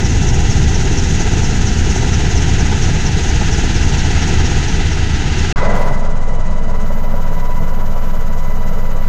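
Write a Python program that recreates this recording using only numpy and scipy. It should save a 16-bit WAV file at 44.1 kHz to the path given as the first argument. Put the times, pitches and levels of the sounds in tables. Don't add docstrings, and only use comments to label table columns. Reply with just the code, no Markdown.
import sys
import numpy as np
from scipy import signal
from scipy.fft import irfft, next_fast_len
from scipy.io import wavfile
from scipy.ndimage import uniform_filter1d, minimum_filter1d

SR = 44100
rng = np.random.default_rng(int(sys.argv[2]) if len(sys.argv) > 2 else 0)


def dump(signal):
    limited = np.clip(np.atleast_2d(signal).T, -1, 1)
    pcm = np.round(limited * 32767).astype(np.int16)
    wavfile.write(sys.argv[1], SR, pcm)


N = 400428
T = np.arange(N) / SR
FREQS = np.fft.rfftfreq(2 * next_fast_len(N // 2 + 1), 1 / SR)
TAIL_RATIO = 4.609


def undb(db):
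    return 10 ** (np.asarray(db) / 20)


def unit(x):
    return x / np.sqrt(np.mean(x ** 2))


def noise(gain):
    spectrum = gain * rng.standard_normal(2 * len(FREQS)).view(complex)
    return unit(irfft(spectrum)[:N])


def walk(rate):
    return noise(np.exp(-(FREQS / rate) ** 2))


def swell(middle_s, half_s):
    return np.exp(-((T - middle_s) / half_s) ** 2)


def rotor(passes, levels_db, unsteady, lead=0):
    wave = undb(levels_db[0]) * np.cos(2 * np.pi * passes)
    for k, db in enumerate(levels_db[1:], 2):
        waver = unsteady * walk(1.8)
        wave = wave + undb(db) * np.cos(2 * np.pi * k * (passes + lead) + waver)
    return np.sqrt(2) * wave


def chop(passes, lag, depth_db, scatter_db):
    beat_db = depth_db * np.cos(2 * np.pi * (passes - lag))
    return unit(undb(beat_db + scatter_db * walk(31)))


def air(points, hollows=()):
    hz, db = np.transpose(points)
    db = np.interp(np.log(FREQS + 1), np.log(hz), db, left=-150, right=-150)
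    for centre, width, depth in hollows:
        db = db - depth * np.exp(-((FREQS - centre) / width) ** 2)
    return noise(undb(db))


def whine(hz, width, rough):
    phase = 2 * np.pi * np.cumsum(hz + width / 2 * walk(width)) / SR
    flutter = walk(35) * np.sin(phase) + walk(35) * np.cos(phase)
    return unit(np.sin(phase) + rough * flutter)


def gears(table, rough):
    return sum(undb(db) * whine(hz, width, rough) for hz, width, db in table)


DOOR_ROTOR = [-16, -30, -24, -24.5, -34, -41]
DOOR_TAIL = [-21, -30, -40]


def door_rotors(passes):
    main = rotor(passes, DOOR_ROTOR, unsteady=0.56, lead=0.083)
    tail = rotor(TAIL_RATIO * passes + 0.055 * walk(2.2), DOOR_TAIL, unsteady=0.24)
    return main + tail


def slipstream(db, drift_db_per_s, lull_db):
    return undb(db + drift_db_per_s * T - lull_db * swell(middle_s=5.09, half_s=0.36))


BLADE_WHISTLES = [0, -8, -12, -8]


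def blade_whistle(passes, hz, fall_hz, width_hz):
    blade = np.round(passes).astype(int)
    place = passes - blade
    pitch = hz - fall_hz * place + 110 * walk(8)
    size_db = np.array(BLADE_WHISTLES)[blade % len(BLADE_WHISTLES)] + .8 * walk(4)
    breathy_tone = unit(walk(width_hz) * np.sin(2 * np.pi * np.cumsum(pitch) / SR))
    return undb(size_db) * np.cos(np.pi * place) * breathy_tone


# pitch_hz, relative_db
DOOR_BUFFET = [(8, -46), (28, -37), (120, -39.5), (200, -46), (280, -52.5), (450, -58), (1000, -100)]
DOOR_ROAR = [(120, -62), (280, -53), (400, -48), (480, -56.5), (800, -53), (1000, -60), (1400, -74),
             (2500, -100)]
DOOR_RUSH = [(600, -80), (1000, -61), (1300, -61.5), (1600, -59), (2300, -63.5), (2750, -62), (3400, -64.5),
             (4600, -67.5), (6600, -73.5), (9000, -89), (14000, -125)]
DOOR_SWISH = [(3500, -130), (5000, -71.5), (6000, -63), (6700, -61), (7400, -72.5), (8500, -81.5),
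              (10000, -94), (12000, -94), (13500, -109), (15000, -130)]
# pitch_hz, width_hz, depth_db
DOOR_HOLLOWS = [(565, 33.5, 37), (657, 31, 4), (1110, 98, 13)]


def door_air(passes):
    buffet = air(DOOR_BUFFET) * slipstream(db=-13.5, drift_db_per_s=-0.38, lull_db=2.5)
    buffet = buffet * chop(passes, lag=0.76, depth_db=0.66, scatter_db=0.25)
    roar = air(DOOR_ROAR, DOOR_HOLLOWS) * slipstream(db=-27.5, drift_db_per_s=0.06, lull_db=3)
    roar = roar * chop(passes, lag=1.0, depth_db=1.5, scatter_db=1.9)
    rush = air(DOOR_RUSH, DOOR_HOLLOWS) * slipstream(db=-28.5, drift_db_per_s=0.64, lull_db=2.5)
    rush = rush * chop(passes, lag=0.1, depth_db=0.9, scatter_db=0.5)
    tips = slipstream(db=-31.0, drift_db_per_s=-0.38, lull_db=4.2)
    swish = air(DOOR_SWISH) * tips * chop(passes, lag=0.051, depth_db=1.5, scatter_db=1.13)
    whistle = undb(2.3) * tips * blade_whistle(passes, hz=5850, fall_hz=1400, width_hz=600)
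    return buffet + roar + rush + swish + whistle


# pitch_hz, width_hz, level_db
DOOR_GEARS = [(851, 10.5, -54), (1012, 10, -56), (1960, 25.6, -42.5), (2013, 16, -42), (2692, 24.3, -42),
              (2920, 21.5, -47), (3960, 37.7, -49)]


def door_machinery():
    turbine_gain = slipstream(db=-75, drift_db_per_s=1.0, lull_db=14)
    turbine = turbine_gain * whine(hz=13060, width=70, rough=.3)
    return turbine + gears(DOOR_GEARS, rough=0.39)


# rate_hz, time_of_one_pass_s
DOOR_BLADES = (17.251, .0528)


def door():
    rate_hz, pass_s = DOOR_BLADES
    passes = rate_hz * (T - pass_s)
    return door_rotors(passes) + door_air(passes) + door_machinery()


COCKPIT_ROTOR = [-8.5, -47, -29, -34.5, -34.5, -36, -35.5, -52, -40, -45, -41, -38, -43, -65]
COCKPIT_TAIL = [-37.5, -38, -63]


def cockpit_rotors(passes):
    main = rotor(passes, COCKPIT_ROTOR, unsteady=0.99, lead=.12)
    return main + rotor(TAIL_RATIO * passes, COCKPIT_TAIL, unsteady=0.46)


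def cabin(db, surge_db, drift_db_per_s=0, attack_s=0, hold_s=0):
    age = T - 5.65
    fall_end_s = 0.48
    rise = np.clip(1 + age / attack_s, 0, 1) if attack_s else 1
    fall = np.clip((fall_end_s - age) / max(fall_end_s - hold_s, .01), 0, 1)
    return undb(db + surge_db * rise * fall + drift_db_per_s * age)


# pitch_hz, width_hz, relative_db
MAIN_MESH = [(993, 6.1, -0.5), (975, 3.7, 0.5)]
UPPER_MESH = [(2013, 11.65, 2), (1925, 7.3, -6), (1974, 21.3, -1)]
# pitch_hz, width_hz, level_db
COCKPIT_GEARS = [(663, 3.7, -48), (1156, 5.8, -49), (1314, 5.1, -46), (2400, 10, -73), (2960, 40, -57),
                 (2990, 24, -59), (3920, 90, -61), (3950, 41, -65), (4870, 40, -63.5), (7660, 30, -67.5)]


def gearbox():
    main_gain = cabin(db=-41.0, surge_db=10.5, attack_s=.2, hold_s=.14)
    main_gain = main_gain * undb(6.5 * swell(middle_s=7.5, half_s=0.3))
    upper_gain = cabin(db=-46.5, surge_db=12.5, drift_db_per_s=-0.7)
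    upper_gain = upper_gain * undb(-7 * swell(middle_s=7.9, half_s=.2))
    main_mesh = main_gain * gears(MAIN_MESH, rough=0.3)
    upper_mesh = upper_gain * gears(UPPER_MESH, rough=0.51)
    return main_mesh + upper_mesh + gears(COCKPIT_GEARS, rough=.35)


def turbines():
    first_hz = np.interp(T, [6.55, 7.85], [12910, 13090])
    second_hz = 1.0582 * first_hz
    full_s, rise_db_per_s = 6.92, 52
    fade_db = -55 - rise_db_per_s * np.maximum(full_s - T, 0)
    tones = whine(first_hz, 30, rough=.3) + undb(-4) * whine(second_hz, 45, rough=.3)
    skirts = sum(walk(1100) * np.sin(2 * np.pi * np.cumsum(hz) / SR) for hz in (first_hz, second_hz))
    return undb(fade_db) * (tones + undb(-1) * skirts)


# start_s, level_db
KNOCKS = [(6.843, -25), (6.904, -20), (7.139, -21)]
# pitch_hz, time_to_fall_60_db_s, relative_db
KNOCK_MODES = [(240, .1, -5), (585, .12, 0), (670, .07, -6), (1050, .05, -8), (1420, .04, -7),
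               (1830, .03, -11)]


def knocks():
    age = T[:SR // 8]
    out = np.zeros(N)
    for start_s, db in KNOCKS:
        ring = 0
        for hz, t60, mode_db in KNOCK_MODES:
            tone = np.sin(2 * np.pi * hz * rng.normal(1, .02) * age)
            ring = ring + undb(mode_db - 60 * age / t60) * tone
        start = int(start_s * SR)
        out[start:start + len(age)] += undb(db) * ring * np.minimum(age / .001, 1)
    return out


def crackle(rate):
    age = T - 5.735
    hold_s, fall_db_per_s = .08, 68
    db = -46.5 - fall_db_per_s * np.maximum(age - hold_s, 0)
    count = np.cumsum(rate * np.exp(0.31 * walk(220))) / SR
    ticks = np.diff(np.floor(count), prepend=0)
    uneven_ticks = unit(ticks * undb(3 * rng.standard_normal(N)))
    return (age > 0) * undb(db) * uneven_ticks


# pitch_hz, relative_db
COCKPIT_BUFFET = [(8, -55), (60, -52.5), (150, -52), (220, -53), (260, -66), (330, -69.5), (700, -100)]
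COCKPIT_ROAR = [(150, -78), (290, -62.5), (340, -70), (430, -56.5), (600, -54), (850, -62), (1200, -66.5),
                (2000, -99)]
COCKPIT_RUSH = [(500, -85), (1000, -71.5), (1200, -70.5), (1450, -67), (1750, -74), (2100, -76.5),
                (3200, -83.5), (6500, -90), (9000, -110), (12000, -125)]
COCKPIT_SWISH = [(2000, -100), (4200, -93), (5600, -87.5), (6700, -82), (7800, -93.5), (8600, -94),
                 (10500, -114), (14000, -125)]


def cockpit_air(passes):
    buffet = air(COCKPIT_BUFFET) * cabin(db=-24, surge_db=4.5, drift_db_per_s=-1.55, hold_s=0.21)
    buffet = buffet * chop(passes, lag=.88, depth_db=0.8, scatter_db=-1.0)
    roar_gain = cabin(db=-30.5, surge_db=12.5, drift_db_per_s=-0.66, attack_s=0.086, hold_s=.04)
    roar = air(COCKPIT_ROAR) * roar_gain * chop(passes, lag=0.062, depth_db=1.2, scatter_db=1.26)
    rush = air(COCKPIT_RUSH) * cabin(db=-39.0, surge_db=13.0, drift_db_per_s=0.02)
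    rush = rush * chop(passes, lag=0.31, depth_db=2.0, scatter_db=1.0)
    swish = air(COCKPIT_SWISH) * cabin(db=-49.0, surge_db=5.0, drift_db_per_s=-0.24)
    swish = swish * chop(passes, lag=0.28, depth_db=4.0, scatter_db=1.5)
    return buffet + roar + rush + swish


# rate_hz, time_of_one_pass_s
COCKPIT_BLADES = (17.132, 5.7467)


def cockpit():
    rate_hz, pass_s = COCKPIT_BLADES
    passes = rate_hz * (T - pass_s)
    machinery = gearbox() + turbines()
    return cockpit_rotors(passes) + machinery + knocks() + crackle(rate=220) + cockpit_air(passes)


def scene():
    door_end_s, cockpit_start_s = 5.527, 5.559
    fade_s = .001
    before = np.clip((door_end_s - T) / fade_s, 0, 1)
    after = np.clip((T - cockpit_start_s) / fade_s, 0, 1)
    return (door() * before + cockpit() * after)[None]


def record(dry):
    room = .96 / np.maximum(abs(dry), .96)
    gain = uniform_filter1d(minimum_filter1d(room, size=441), size=441)
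    low_pass = signal.ellip(8, .2, 70, 15100, fs=SR, output="sos")
    return signal.sosfilt(low_pass, dry * gain)


dry = scene()
out = record(dry)
dump(out)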